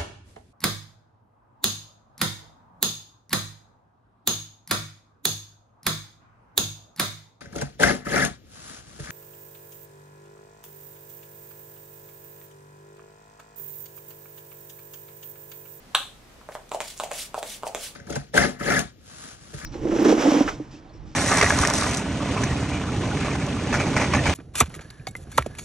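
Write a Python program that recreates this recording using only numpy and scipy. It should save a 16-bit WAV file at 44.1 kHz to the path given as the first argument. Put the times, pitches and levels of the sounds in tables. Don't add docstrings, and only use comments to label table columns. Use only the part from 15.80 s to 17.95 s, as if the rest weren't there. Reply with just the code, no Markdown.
import sys
import numpy as np
from scipy import signal
from scipy.fft import rfft, irfft, next_fast_len
from scipy.io import wavfile
from scipy.ndimage import uniform_filter1d, map_coordinates

SR = 44100
rng = np.random.default_rng(int(sys.argv[2]) if len(sys.argv) > 2 else 0)


def unload_audio(sound):
    columns = np.transpose(np.atleast_2d(sound))
    steps = np.round(np.clip(columns, -1, 1) * 32767)
    wavfile.write(sys.argv[1], SR, steps.astype(np.int16))


def magnitude_from_level(level_db):
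    exponent = np.asarray(level_db, float) / 20
    return 10 ** exponent


N = 94815

ROOM_DB, MIST_WET_DB = -0.5, -4.5


def unit(x):
    return x / np.sqrt(np.mean(x ** 2) + 1e-20)


def along(points, hz):
    f, v = np.transpose(points)
    return np.interp(np.log(hz + 1), np.log(f + 1), v)


def filtered(x, response):
    m = next_fast_len(x.shape[-1] + 4096)
    spectrum = rfft(x, m) * response(np.fft.rfftfreq(m, 1 / SR))
    return irfft(spectrum, m)[..., :x.shape[-1]]


def peaks(modes):
    def response(f):
        total = 0
        for k, (centre, width, db) in enumerate(modes):
            damping = 1j * f * width
            total = total + (-1) ** k * magnitude_from_level(db) * damping / (centre * centre - f * f + damping)
        return total
    return response


def wobble(rate):
    knots = rng.standard_normal(int(N * rate / SR) + 4)
    return map_coordinates(knots, [np.arange(N) * rate / SR])


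def swell(t, rise, fall):
    return np.exp(-(t / np.where(t < 0, rise, fall)) ** 2)


def cycles(hz, t):
    turn = np.cumsum(hz) / SR
    return turn - np.interp(0, t, turn)


def spread(pair, spectrum, alike):
    def mix(hz):
        angle = np.arccos(np.clip(along(alike, hz), -1, 1)) / 2
        return magnitude_from_level(along(spectrum, hz)) * [np.cos(angle), np.sin(angle)]
    mid, side = filtered(pair, mix)
    return unit(np.array([mid + side, mid - side]))


def heard(x, wet_db):
    # (delay [s], left [dB], right [dB], dull above [Hz])
    reflections = [(.0046, -8, -8, 1800), (.0066, -9.5, -8.5, 30000), (.012, -20, -18, 5000),
                   (.017, -19, -21, 5000), (.024, -20, -20, 5000)]
    # (frequency [Hz], T60 [s])
    decay_times = [(300, 0.36), (1000, 0.26), (3000, 0.31), (8000, 0.4), (15000, 0.37)]
    lag_s, lag_fades_hz, right_db = 4.5e-5, 6000, 1.1

    hz, t, z = signal.stft(rng.standard_normal((2, SR // 2)), SR, nperseg=256)
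    decay = magnitude_from_level(-60 * t / along(decay_times, hz)[:, None])
    tail = signal.istft(z * decay, SR, nperseg=256)[1]
    tail += filtered(tail[::-1], lambda f: 0.45 / (1 + (f / 2500) ** 2))
    build_up = np.clip(np.arange(tail.shape[1]) / SR / 0.0061, 0, 1)
    tail *= magnitude_from_level(wet_db) / np.linalg.norm(tail[0]) * build_up

    def near_field(f):
        lag = np.array([[lag_s], [0]]) / np.hypot(1, f / lag_fades_hz)
        paths = magnitude_from_level([[-right_db / 2], [right_db / 2]])
        for delay, left_db, right_echo_db, dull_hz in reflections:
            absorbed = np.exp(-2j * np.pi * f * delay) / (1 + 1j * f / dull_hz) ** 2
            paths = paths + magnitude_from_level([[left_db], [right_echo_db]]) * absorbed
        return np.exp(-2j * np.pi * f * lag) * paths

    x = np.pad(x, (0, tail.shape[1]))
    return filtered(x, near_field) + signal.fftconvolve(x[None], tail, axes=1)[:, :len(x)]


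def add(out, x, s):
    out[:, round(s * SR):][:, :x.shape[1]] += x


def knocks(out):
    # (time [s], peak [dB], thud pitch [Hz], crack over thud [dB])
    press_knocks = [
        (.6142, -37.5, 1070, -23),
        (0.722, -36, 1600, -4),
        (0.915, -31, 1000, -5),
        (1.5356, -44, 900, -1),
        (1.8271, -32.5, 890, -4),
        (1.931, -35, 694, -23),
        (0.918, -17, 800, -7.5),
        (1.2002, -15.5, 916, -6),
        (1.5446, -15, 864, -12),
        (1.8343, -16.5, 815, -15),
    ]
    bottom_knocks = [
        (.9478, -16.5, 704, -11.5),
        (1.2376, -20.5, 674, -6),
        (1.5798, -19, 694, -21),
        (1.869, -20.5, 700, -8.5),
    ]
    release_knocks = [
        (0.6893, -28, 645, -15.5),
        (0.7525, -24, 686, -10),
        (1.0048, -20.5, 756, -0.5),
        (1.3121, -28.5, 700, -11),
        (1.3158, -23.5, 640, 1.5),
        (1.6293, -23.5, 600, 1.5),
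        (1.9487, -21.5, 544, 1),
    ]
    # (rise [s], fall [s], pitch excess at the strike [ratio], hollow note [dB])
    knock_kinds = [
        (0.00044, 0.00079, 0.14, -26),
        (.0011, 0.0017, 0.023, -18.5),
        (.00045, 0.002, 1, -6.5),
    ]
    # (frequency [Hz], width [Hz], level [dB])
    shell_modes = [(1620, 1300, -30), (1940, 170, -26), (2720, 1550, 18.5), (4640, 280, -26),
                   (7200, 2200, 15), (9300, 650, 13.5), (11700, 6300, -32)]
    glide_s = 0.00019
    hollow_hz, hollow_t60_s, sag_per_s = 640, 0.027, 0.55
    crack_t60_s, crack_db, crack_rough = .004, 6, .25

    t = np.arange(SR // 10) / SR - .005
    shell = peaks(shell_modes)
    for rows, kind in zip((press_knocks, bottom_knocks, release_knocks), knock_kinds):
        rise, fall, excess, hollow_db = kind
        for s, db, hz, crack_over_db in rows:
            pitch = hz * (1 + 2 * excess / (1 + np.exp(t / glide_s)))
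            thud = np.sin(2 * np.pi * cycles(pitch, t)) * swell(t, rise, fall)
            hollow = np.sin(2 * np.pi * hollow_hz * (t - sag_per_s * t * t)) * (t > 0)
            hollow *= magnitude_from_level(hollow_db - 60 * t / hollow_t60_s)
            contact = magnitude_from_level(-60 * (t + rise) / crack_t60_s) * (t > -rise)
            blow = crack_rough * rng.standard_normal(len(t)) * contact
            blow[np.argmax(t > -rise)] = -1
            crack = filtered(blow, lambda f: shell(f) / (1 + 1j * f / 11000) ** 2)
            crack *= magnitude_from_level(crack_over_db + crack_db) / abs(crack).max()
            add(out, heard(magnitude_from_level(db) * (thud + hollow + crack), ROOM_DB), s + t[0])


def spits(out):
    # (time [s], peak [dB])
    spit_times = [
        (.8928, -34),
        (.937, -32),
        (1.1774, -25),
        (1.19, -29),
        (1.2435, -27),
        (1.3335, -25),
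        (1.352, -28),
        (1.8775, -25),
        (2.0105, -28),
        (2.0445, -28),
    ]
    # (frequency [Hz], width [Hz], level [dB])
    nozzle_modes = [(4000, 1500, -11), (7000, 1500, 0), (11000, 3000, -16)]
    t60_s = 0.0037

    t = np.arange(SR // 10) / SR - .005
    for s, db in spit_times:
        burst = rng.standard_normal(len(t)) * magnitude_from_level(-60 * t / t60_s) * (t > 0)
        spit = filtered(burst, peaks(nozzle_modes))
        add(out, heard(magnitude_from_level(db) * spit / abs(spit).max(), MIST_WET_DB), s + t[0])


def mist():
    # (peak time [s], level [dB], rise [s], fall [s])
    jet_times = [(.748, -53, 0.044, 0.013), (0.949, -45, .025, 0.015), (1.016, -41.5, 0.0094, 0.01),
                 (1.073, -41, 0.042, 0.061), (1.195, -45.5, 0.033, 0.039), (1.244, -41.5, 0.0093, 0.01),
                 (1.345, -47, .012, 0.043), (1.405, -35.5, 0.065, 0.056), (1.587, -44, 0.027, 0.016),
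                 (1.66, -49, 0.034, 0.045), (1.718, -36.5, 0.058, .05), (1.873, -39, 0.014, 0.015),
                 (1.97, -49, 0.025, 0.054), (2.043, -37.5, .05, 0.052)]
    # (frequency [Hz], level [dB])
    mist_colour = [(500, -20), (1200, -6.5), (2000, -3), (3080, 1), (7080, 0), (10400, -1), (14000, -10),
                   (16500, -11)]
    # (frequency [Hz], coherence [ratio])
    mist_likeness = [(1000, 0.83), (3000, 0.83), (7000, 0.68), (15000, 0.29)]
    drops_per_s, drops_db, drop_hz = 690, -12.5, 7000

    t = np.arange(N) / SR
    power = sum((magnitude_from_level(db) * swell(t - s, rise, fall)) ** 2 for s, db, rise, fall in jet_times)
    flow = np.sqrt(power)

    z = signal.stft(rng.standard_normal((2, N)), nperseg=256)[2]
    patches = rng.standard_normal(z.shape[1:])
    patches = uniform_filter1d(uniform_filter1d(patches, 5, 0), 4, 1)
    hiss = signal.istft(z * magnitude_from_level(2 * unit(patches)), nperseg=256)[1][:, :N]

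    chance = rng.random((3, N))
    drops = (chance[0] < drops_per_s / SR) * (chance[1] + 0.045) ** -.4 * np.sign(chance[2] - .5)
    drops = unit(filtered(drops, peaks([(drop_hz, 5000, 0)])))
    hiss = unit(hiss) + magnitude_from_level(drops_db) * drops * [[1], [.6]]

    flutter = magnitude_from_level(2.5 * wobble(97) + 0.39 * wobble(24.8))
    jet = spread(hiss * flow * flutter, mist_colour, mist_likeness) * np.sqrt(np.mean(flow ** 2))
    tail = rng.standard_normal((2, SR // 3)) * magnitude_from_level(-60 * np.arange(SR // 3) / SR / .22)
    tail /= np.linalg.norm(tail[0])
    wet = signal.fftconvolve(jet, tail, axes=1)[:, :N]
    return jet * magnitude_from_level([[-.3], [.3]]) + magnitude_from_level(MIST_WET_DB) * wet


def cap(out):
    # (frequency [Hz], level [dB])
    burst_colour = [(200, -21), (450, -8), (800, 6), (2000, -32), (4500, -6), (9500, -5.5), (12000, -14.5),
                    (16500, -27)]
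    pop_s, pop_db, wet_db = .1504, -5.1, -1.5
    from_hz, to_hz, sweep_s = 1300, 4400, .003
    under_hz, under_db, air_db = 1160, -9, -15

    t = np.arange(SR // 20) / SR - .01
    hz = from_hz + (to_hz - from_hz) / (1 + np.exp(-(t + .0006) / sweep_s * 4))
    pop = np.cos(2 * np.pi * cycles(hz, t)) * swell(t, .001, .001)
    under = np.cos(2 * np.pi * under_hz * t) * swell(t + .0008, .0017, .002)
    under += .8 * np.cos(2 * np.pi * 1.36 * under_hz * t) * swell(t, .0014, .0018)
    air = unit(filtered(rng.standard_normal(len(t)), lambda f: magnitude_from_level(along(burst_colour, f))))
    air *= swell(t, .0022, .003)
    release = magnitude_from_level(air_db) * air - pop - magnitude_from_level(under_db) * under
    add(out, heard(magnitude_from_level(pop_db) * release, ROOM_DB + wet_db), pop_s + t[0])


def room_tone():
    # (frequency [Hz], level [dB])
    air_colour = [(15, -39), (25, -8.5), (266, -7.5), (321, -11.5), (410, -10.5), (470, -11), (6550, -26),
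                  (14800, -35.5), (16500, -51)]
    # (frequency [Hz], coherence [ratio])
    air_likeness = [(60, 0.69), (240, 0.76), (950, 0.22), (3770, 0.03), (15000, 0.24)]
    # (frequency [Hz], rms level [dB])
    hum_lines = [(33, -60.5), (60, -64), (120, -66.5)]

    t = np.arange(N) / SR
    hum = 0
    for hz, db in hum_lines:
        level = np.sqrt(2) * magnitude_from_level(db + 0.95 * wobble(8))
        hum = hum + level * np.sin(2 * np.pi * hz * t + 0.73 * wobble(5.3))
    air = spread(rng.standard_normal((2, N)), air_colour, air_likeness)
    return magnitude_from_level(-52 + 0.77 * wobble(5.6)) * air + hum


def scene():
    out = np.zeros((2, N + SR))
    knocks(out)
    spits(out)
    cap(out)
    return out[:, :N] + mist() + room_tone()


def roll_off(x):
    return signal.sosfilt(signal.butter(12, 16630, fs=SR, output="sos"), x)


def record(dry):
    mix = filtered(dry, lambda f: magnitude_from_level(-32 * (f > 15750)))
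    return roll_off(mix)


dry = scene()
out = record(dry)
unload_audio(out)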